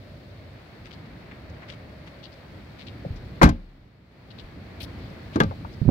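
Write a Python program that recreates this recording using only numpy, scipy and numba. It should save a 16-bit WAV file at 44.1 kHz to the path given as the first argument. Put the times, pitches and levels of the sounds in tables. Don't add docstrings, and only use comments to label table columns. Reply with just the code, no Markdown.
import sys
import numpy as np
from scipy import signal
from scipy.fft import rfft, irfft, next_fast_len
from scipy.io import wavfile
from scipy.ndimage import minimum_filter1d
from numba import njit

SR = 44100
rng = np.random.default_rng(int(sys.argv[2]) if len(sys.argv) > 2 else 0)


def generate_wav(signal):
    frames = np.transpose(np.atleast_2d(signal))
    scaled = np.clip(frames, -1, 1) * 32767
    pcm = np.round(scaled).astype(np.int16)
    wavfile.write(sys.argv[1], SR, pcm)


N = 260471
SCENE_S = np.arange(N) / SR
RING_S = np.arange(int(0.45 * SR)) / SR


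def undb(db):
    return 10 ** (np.asarray(db) / 20)


def unit(x):
    return x / np.sqrt(np.mean(x ** 2))


def along(points, hz):
    f, value = np.transpose(points)
    return np.interp(np.log(hz + 1), np.log(f), value)


def bins(size):
    return np.fft.rfftfreq(size, 1 / SR)


def add(out, start_s, x):
    i = int(start_s * SR)
    out[:, i:i + x.shape[-1]] += x[..., :max(N - i, 0)]


def fade(t60_s):
    return np.exp(-np.log(1000) * RING_S / t60_s)


def noise_pair(size, correlation):
    mid, side = rfft(rng.standard_normal((2, size)))
    correlation = np.clip(correlation, -1, 1)
    return np.sqrt(1 + correlation) * mid + np.sqrt(1 - correlation) * side * np.array([[1], [-1]])


def band(spectrum, hz, half_oct, size):
    ratio = (bins(size) + 1) / hz
    offset = (ratio - 1 / ratio) / (2 ** half_oct - 2 ** -half_oct)
    return unit(irfft(spectrum / np.sqrt(1 + offset ** 6), size))


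def lot():
    # f/Hz, relative density/dB
    colour = [(22, -27), (38, -16.5), (62, -1), (100, 0.5), (160, -4), (300, -9.5), (430, -14), (620, -13),
              (900, -18.5), (1800, -20), (2900, -25.5), (4400, -25), (6000, -39), (9000, -49), (15500, -46)]
    # t/s, rumble/dB, tyre wash/dB, hiss/dB
    levels = [(0, -50, -60, -64.5), (1.2, -47.5, -55.5, -65.5), (2.6, -48.5, -57, -64.5),
              (3.3, -44, -55.5, -63.5), (4.55, -47, -56.5, -65.5), (5, -44, -53, -61.5),
              (5.8, -41.5, -57.5, -62.5)]
    times_s, *tracks_db = np.transpose(levels)
    size = next_fast_len(N, True)
    hz = bins(size)
    spectrum = noise_pair(size, 1.015 / (1 + (hz / 560) ** 2)) * undb(along(colour, hz))
    rumble = 1 / (1 + (hz / 450) ** 4)
    hiss = 1 - 1 / (1 + (hz / 2800) ** 6)
    shares = rumble, 1 - rumble - hiss, hiss
    out = 0
    for share, db, offset_db, flutter_db in zip(shares, tracks_db, (3, 4, 6), (1.5, 0.7, 0.4)):
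        flutter = np.interp(SCENE_S * 14, np.arange(400), rng.standard_normal(400))
        gain = undb(np.interp(SCENE_S, times_s, db) + offset_db + flutter_db * flutter)
        out += gain * unit(irfft(spectrum * share, size)[:, :N])
    return out


def cabin(hz=582, width_hz=134):
    # t/s, level/dB
    levels = [(0, -55.5), (.5, -57), (1, -73), (1.5, -57), (2, -55), (2.4, -58.5), (2.9, -77)]
    size = next_fast_len(N, True)
    hum = band(noise_pair(size, 0.69), hz, np.log2(1 + width_hz / hz / 2), size)[:, :N]
    return hum * undb(np.interp(SCENE_S, *np.transpose(levels)))


def scuffs(grain_db=5, grains_per_s=1100, light_hz=3500):
    # t/s, length/s, level/dB, centre f/Hz
    strokes = [(0.848, 0.043, -47.5, 2200), (0.907, 0.014, -43.5, 3100), (0.924, 0.029, -46, 3780),
               (1.054, .02, -53, 3200), (1.311, 0.016, -40.5, 1140), (1.496, 0.014, -54.5, 4760),
               (1.619, 0.033, -42, 1090), (1.68, 0.08, -43.5, 2330), (1.699, 0.012, -37, 2900),
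               (2.062, 0.042, -48, 1800), (2.227, 0.054, -43.5, 3630), (2.32, 0.032, -50.5, 3950),
               (2.786, .06, -45, 3060), (2.865, 0.042, -43, 3400), (3.156, 0.034, -50, 4230),
               (4.303, .028, -43.5, 3480), (4.383, .037, -42.5, 3450), (4.801, 0.032, -37, 3320),
               (4.802, 0.059, -46.5, 10800), (4.826, 0.031, -38, 4050), (4.975, .15, -54, 3640),
               (5.099, .007, -53, 4500), (5.33, .05, -44, 2200), (5.716, 0.049, -53, 4160),
               (5.895, 0.055, -33.5, 1220)]
    out = np.zeros((2, N))
    size = len(RING_S)
    grain_index = (RING_S * grains_per_s).astype(int)
    for start_s, length_s, db, hz in strokes:
        half_oct = np.clip(0.38 + 0.85 * np.log2(light_hz / hz), 0.38, 1.11)
        grains = undb(grain_db * np.clip(rng.standard_normal(size), -2, 2))[grain_index]
        grit = irfft(noise_pair(size, 0.25), size) * grains
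        swell = np.sin(np.pi * np.minimum(RING_S / length_s, 1) ** 0.6)
        add(out, start_s, undb(db) * band(rfft(grit), hz, half_oct, size) * swell)
    return out


def thud(hz, t60_s, blur_db, crowded_hz=660):
    size = len(RING_S)
    tone = np.sin(2 * np.pi * hz * RING_S) / (1 + (hz / crowded_hz) ** 2)
    blur = band(rfft(rng.standard_normal(size)), hz, half_oct=0.48, size=size)
    onset = 1 - np.exp(-RING_S * hz / 0.11)
    return (tone + undb(blur_db) * blur) * onset * fade(t60_s)


def knocks():
    # t/s, f/Hz, level/dB
    hits = [(3.048, 528, -28.5), (3.056, 139, -29.5), (3.105, 84, -29), (3.129, 47.2, -26.5),
            (3.149, 122, -34), (4.44, 43.9, -41.5), (5.111, 134, -37), (5.358, 339, -15), (5.403, 440, -19),
            (5.408, 211, -16), (5.408, 1030, -13.5), (5.43, 90, -19.5), (5.5113, 607, -26),
            (5.5107, 950, -29), (5.61, 173, -37), (5.648, 970, -26.5)]
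    out = np.zeros((2, N))
    for start_s, hz, db in hits:
        add(out, start_s, undb(db) * thud(hz, t60_s=0.21 * (130 / hz) ** 0.68, blur_db=-3))
    return out


def mode_ring(modes, t60_scale, scatter_db, detune):
    hz, db, t60_s = np.transpose(modes)[:, :, None]
    level_draw, pitch_draw = rng.standard_normal((2, len(modes), 1))
    tones = np.sin(2 * np.pi * hz * (1 + detune * pitch_draw) * RING_S)
    swings = undb(db + scatter_db * level_draw) * tones * fade(t60_scale * t60_s)
    return swings[::2].sum(0) - swings[1::2].sum(0)


def dense_ring(colour, decay, t60_scale, correlation):
    size, lowest_hz = len(RING_S), 31.25
    spectrum = noise_pair(size, correlation) * undb(along(colour, bins(size)))
    spectrum /= irfft(spectrum, size).std()
    place_oct = np.log2(np.clip(bins(size), lowest_hz, 16000) / lowest_hz)
    out = 0
    for k in range(10):
        octave = irfft(spectrum * np.maximum(1 - abs(place_oct - k), 0), size)
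        out += octave * fade(t60_scale * along(decay, lowest_hz * 2 ** k))
    return out


def soften(x, cutoff_hz):
    return signal.sosfilt(signal.butter(2, min(cutoff_hz, SR / 3), fs=SR, output="sos"), x)


def steel_skin(t60_scale):
    # f/Hz, relative level/dB, unscaled t60/s
    modes = [(240.2, -2.5, 0.24), (301.5, 0.5, 0.22), (423, -11, .16), (540, -13, 0.31),
             (648.4, -8.5, 0.077), (804, -11, 0.14), (870.6, -6.5, 0.22), (950, -18, 0.17),
             (1054, -0.5, 0.13), (1183, -5.5, 0.2), (1434, -9, 0.095), (1516, -6.5, 0.12), (1576, 1, .13),
             (1760, -7.5, 0.15), (2040, -8, 0.14), (2410, -2, 0.076)]
    # f/Hz, relative density/dB
    trim_colour = [(60, -24), (200, -2.5), (450, -2.5), (900, 3), (1600, -4.5), (3000, -14.5), (6000, -14),
                   (15000, -35.5)]
    # f/Hz, unscaled t60/s
    trim_decay = [(100, 0.6), (500, 0.13), (1500, 0.077), (4000, 0.27), (15000, 0.069)]
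    panel = mode_ring(modes, t60_scale, scatter_db=0.5, detune=0.0016)
    trim = dense_ring(trim_colour, trim_decay, t60_scale, correlation=0.78)
    return undb(-7) * panel + undb(-1) * trim


def latch_snap(t60_scale, crack_s=0.00099, rise_s=0.0012):
    # f/Hz, relative density/dB
    colour = [(300, -19), (1200, -2.5), (2500, -3), (4200, 1.5), (5500, -2.5), (7400, -6), (8600, -14),
              (10300, -6), (13000, -7.5), (15500, -15.5)]
    # f/Hz, unscaled t60/s
    decay = [(1000, 0.048), (5000, 0.07), (15000, 0.034)]
    crack = 1 + 0.69 * np.exp(-RING_S / crack_s)
    onset = 1 - np.exp(-RING_S / rise_s)
    return dense_ring(colour, decay, t60_scale, correlation=0.32) * crack * onset


def rebounds(first_s=3.456, gap_s=0.0172, softening=0.78, count=5):
    # body/dB, skin/dB, latch/dB, contact cut-off/Hz
    first = (-16.5, -14.5, -28.5, 1699)
    # body/dB, skin/dB, latch/dB
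    loss_db = (3, 3.5, 5.5)
    *levels_db, contact_hz = first
    return [(first_s + k * gap_s, *(levels_db - k * np.array(loss_db)), contact_hz * softening ** k)
            for k in range(count)]


def doors(latched_s=3.482, free_scale=0.96, held_scale=0.61):
    # t/s, body/dB, skin/dB, latch/dB, contact cut-off/Hz
    blows = [(3.415, -31.5, -6, -42, 1850), (3.421, -26, -12, -18, 1700), (3.4289, -6, -5.5, -12.5, 2220),
             (3.4383, -11, -26, -19, 2400), (3.4903, -14.5, -24, -19.5, 1510),
             (5.3573, -24, -16.5, -26, 1300), (5.401, -39, -24, -24.5, 3000), (5.402, -20, -12, -22, 1700),
             (5.408, -20.5, -11.5, -37, 1950), (5.4339, -19, -24.5, -28, 1100)]
    # f/Hz, relative level/dB, unscaled t60/s
    body_modes = [(86.5, 0, 0.28), (137.5, -0.5, 0.23), (170.2, -2, .23), (231.4, -5.5, 0.18),
                  (299.3, 1.5, 0.15)]
    # t/s, level/dB
    pumps = [(3.4376, -4.5), (3.456, -15), (5.4354, -23)]
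    # f/Hz, relative level/dB, unscaled t60/s
    air_modes = [(35.9, -13.5, 0.92), (61.7, 1.5, 0.24)]
    out = np.zeros((2, N))
    push = 1 - np.exp(-RING_S / 0.0016)
    for start_s, body_db, skin_db, latch_db, contact_hz in blows + rebounds():
        t60_scale = free_scale if start_s < latched_s else held_scale
        boom = mode_ring(body_modes, t60_scale, scatter_db=5, detune=0.01) * push
        skin = soften(steel_skin(t60_scale), contact_hz)
        snap = soften(latch_snap(t60_scale), 5.1 * contact_hz)
        add(out, start_s, undb(body_db) * boom + undb(skin_db) * skin + undb(latch_db) * snap)
    for start_s, db in pumps:
        t60_scale = free_scale if start_s < latched_s else held_scale
        air = mode_ring(air_modes, t60_scale, scatter_db=-0.5, detune=0.012) * push
        add(out, start_s, undb(db) * air)
    return out


def pawl(release_s=5.4035, db=-21):
    # f/Hz, relative level/dB, unscaled t60/s
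    modes = [(1244, -5, 0.094), (1510, 1, 0.077), (1641, 3.5, 0.076), (2230, -11, 0.05),
             (2750, -2.5, 0.041), (3390, 0.5, 0.041), (3900, -3.5, .04)]
    out = np.zeros((2, N))
    add(out, release_s, undb(db) * mode_ring(modes, t60_scale=0.74, scatter_db=3, detune=0.003))
    return out


def fingers(left_db=-11.5):
    # t/s, f/Hz, level/dB
    bumps = [(5.816, 118, -15), (5.82, 186, -19), (5.851, 168, -17), (5.862, 89, -8.5), (5.88, 123, -7.5),
             (5.889, 192, -6), (5.889, 502, -20)]
    out = np.zeros((2, N))
    for start_s, hz, db in bumps:
        add(out, start_s, undb([[db + left_db], [db]]) * thud(hz, t60_s=0.086, blur_db=0))
    return out


def on_right(x, colour, lag_s):
    size = next_fast_len(N + 100, True)
    hz = bins(size)
    response = undb(along(colour, hz)) * np.exp(-2j * np.pi * hz * lag_s)
    return np.array([x[0], irfft(rfft(x[1], size) * response, size)[:N]])


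@njit
def follow(target, attack, recovery):
    out, now = np.empty(len(target)), 0.
    for i in range(len(target)):
        gap = target[i] - now
        now += gap * attack if gap >= 0 else max(gap, -recovery)
        out[i] = now
    return out


def gain_control(x, threshold_db=-15, slope=4.9, depth_db=12.5):
    window_s, attack_s, hold_s, recovery_db_per_s = 0.066, 0.19, 0.5, 35
    window = window_s * SR
    power = signal.lfilter([1.0], [1, -np.exp(-1 / window)], x.mean(0) ** 2) / window
    cut_db = np.clip(slope * (10 * np.log10(power + 1e-12) - threshold_db), 0, depth_db)
    half_hold = int(hold_s * SR / 2)
    held_db = -minimum_filter1d(-cut_db, 2 * half_hold + 1, origin=half_hold, mode="constant")
    return x * undb(-follow(held_db, 1 / (attack_s * SR), recovery_db_per_s / SR))


def scene():
    # f/Hz, gain/dB
    shadow = [(100, -1.5), (380, 0.5), (800, -2.5), (1300, -7.5), (2300, -3.5), (3500, -10), (6000, -5),
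              (9000, -15.5), (14000, -20)]
    near = doors() + pawl() + knocks() + scuffs()
    return on_right(near, shadow, lag_s=0.00036) + fingers() + lot() + cabin()


def record(dry):
    # f/Hz, gain/dB
    duct = [(400, 0.5), (700, -1.5), (1300, -3.5), (2250, 3.5), (2800, -3.5), (3450, -13), (4300, -5.5),
            (5400, -11), (7000, -9.5), (8500, 0.5), (11000, -3), (15000, -0.5)]
    top_hz = 15750
    ducked = gain_control(on_right(dry, duct, lag_s=0))
    rounded = ducked / (1 + ducked ** 6) ** (1 / 6)
    return signal.sosfilt(signal.ellip(10, 0.2, 70, top_hz, fs=SR, output="sos"), rounded)


dry = scene()
out = record(dry)
generate_wav(out)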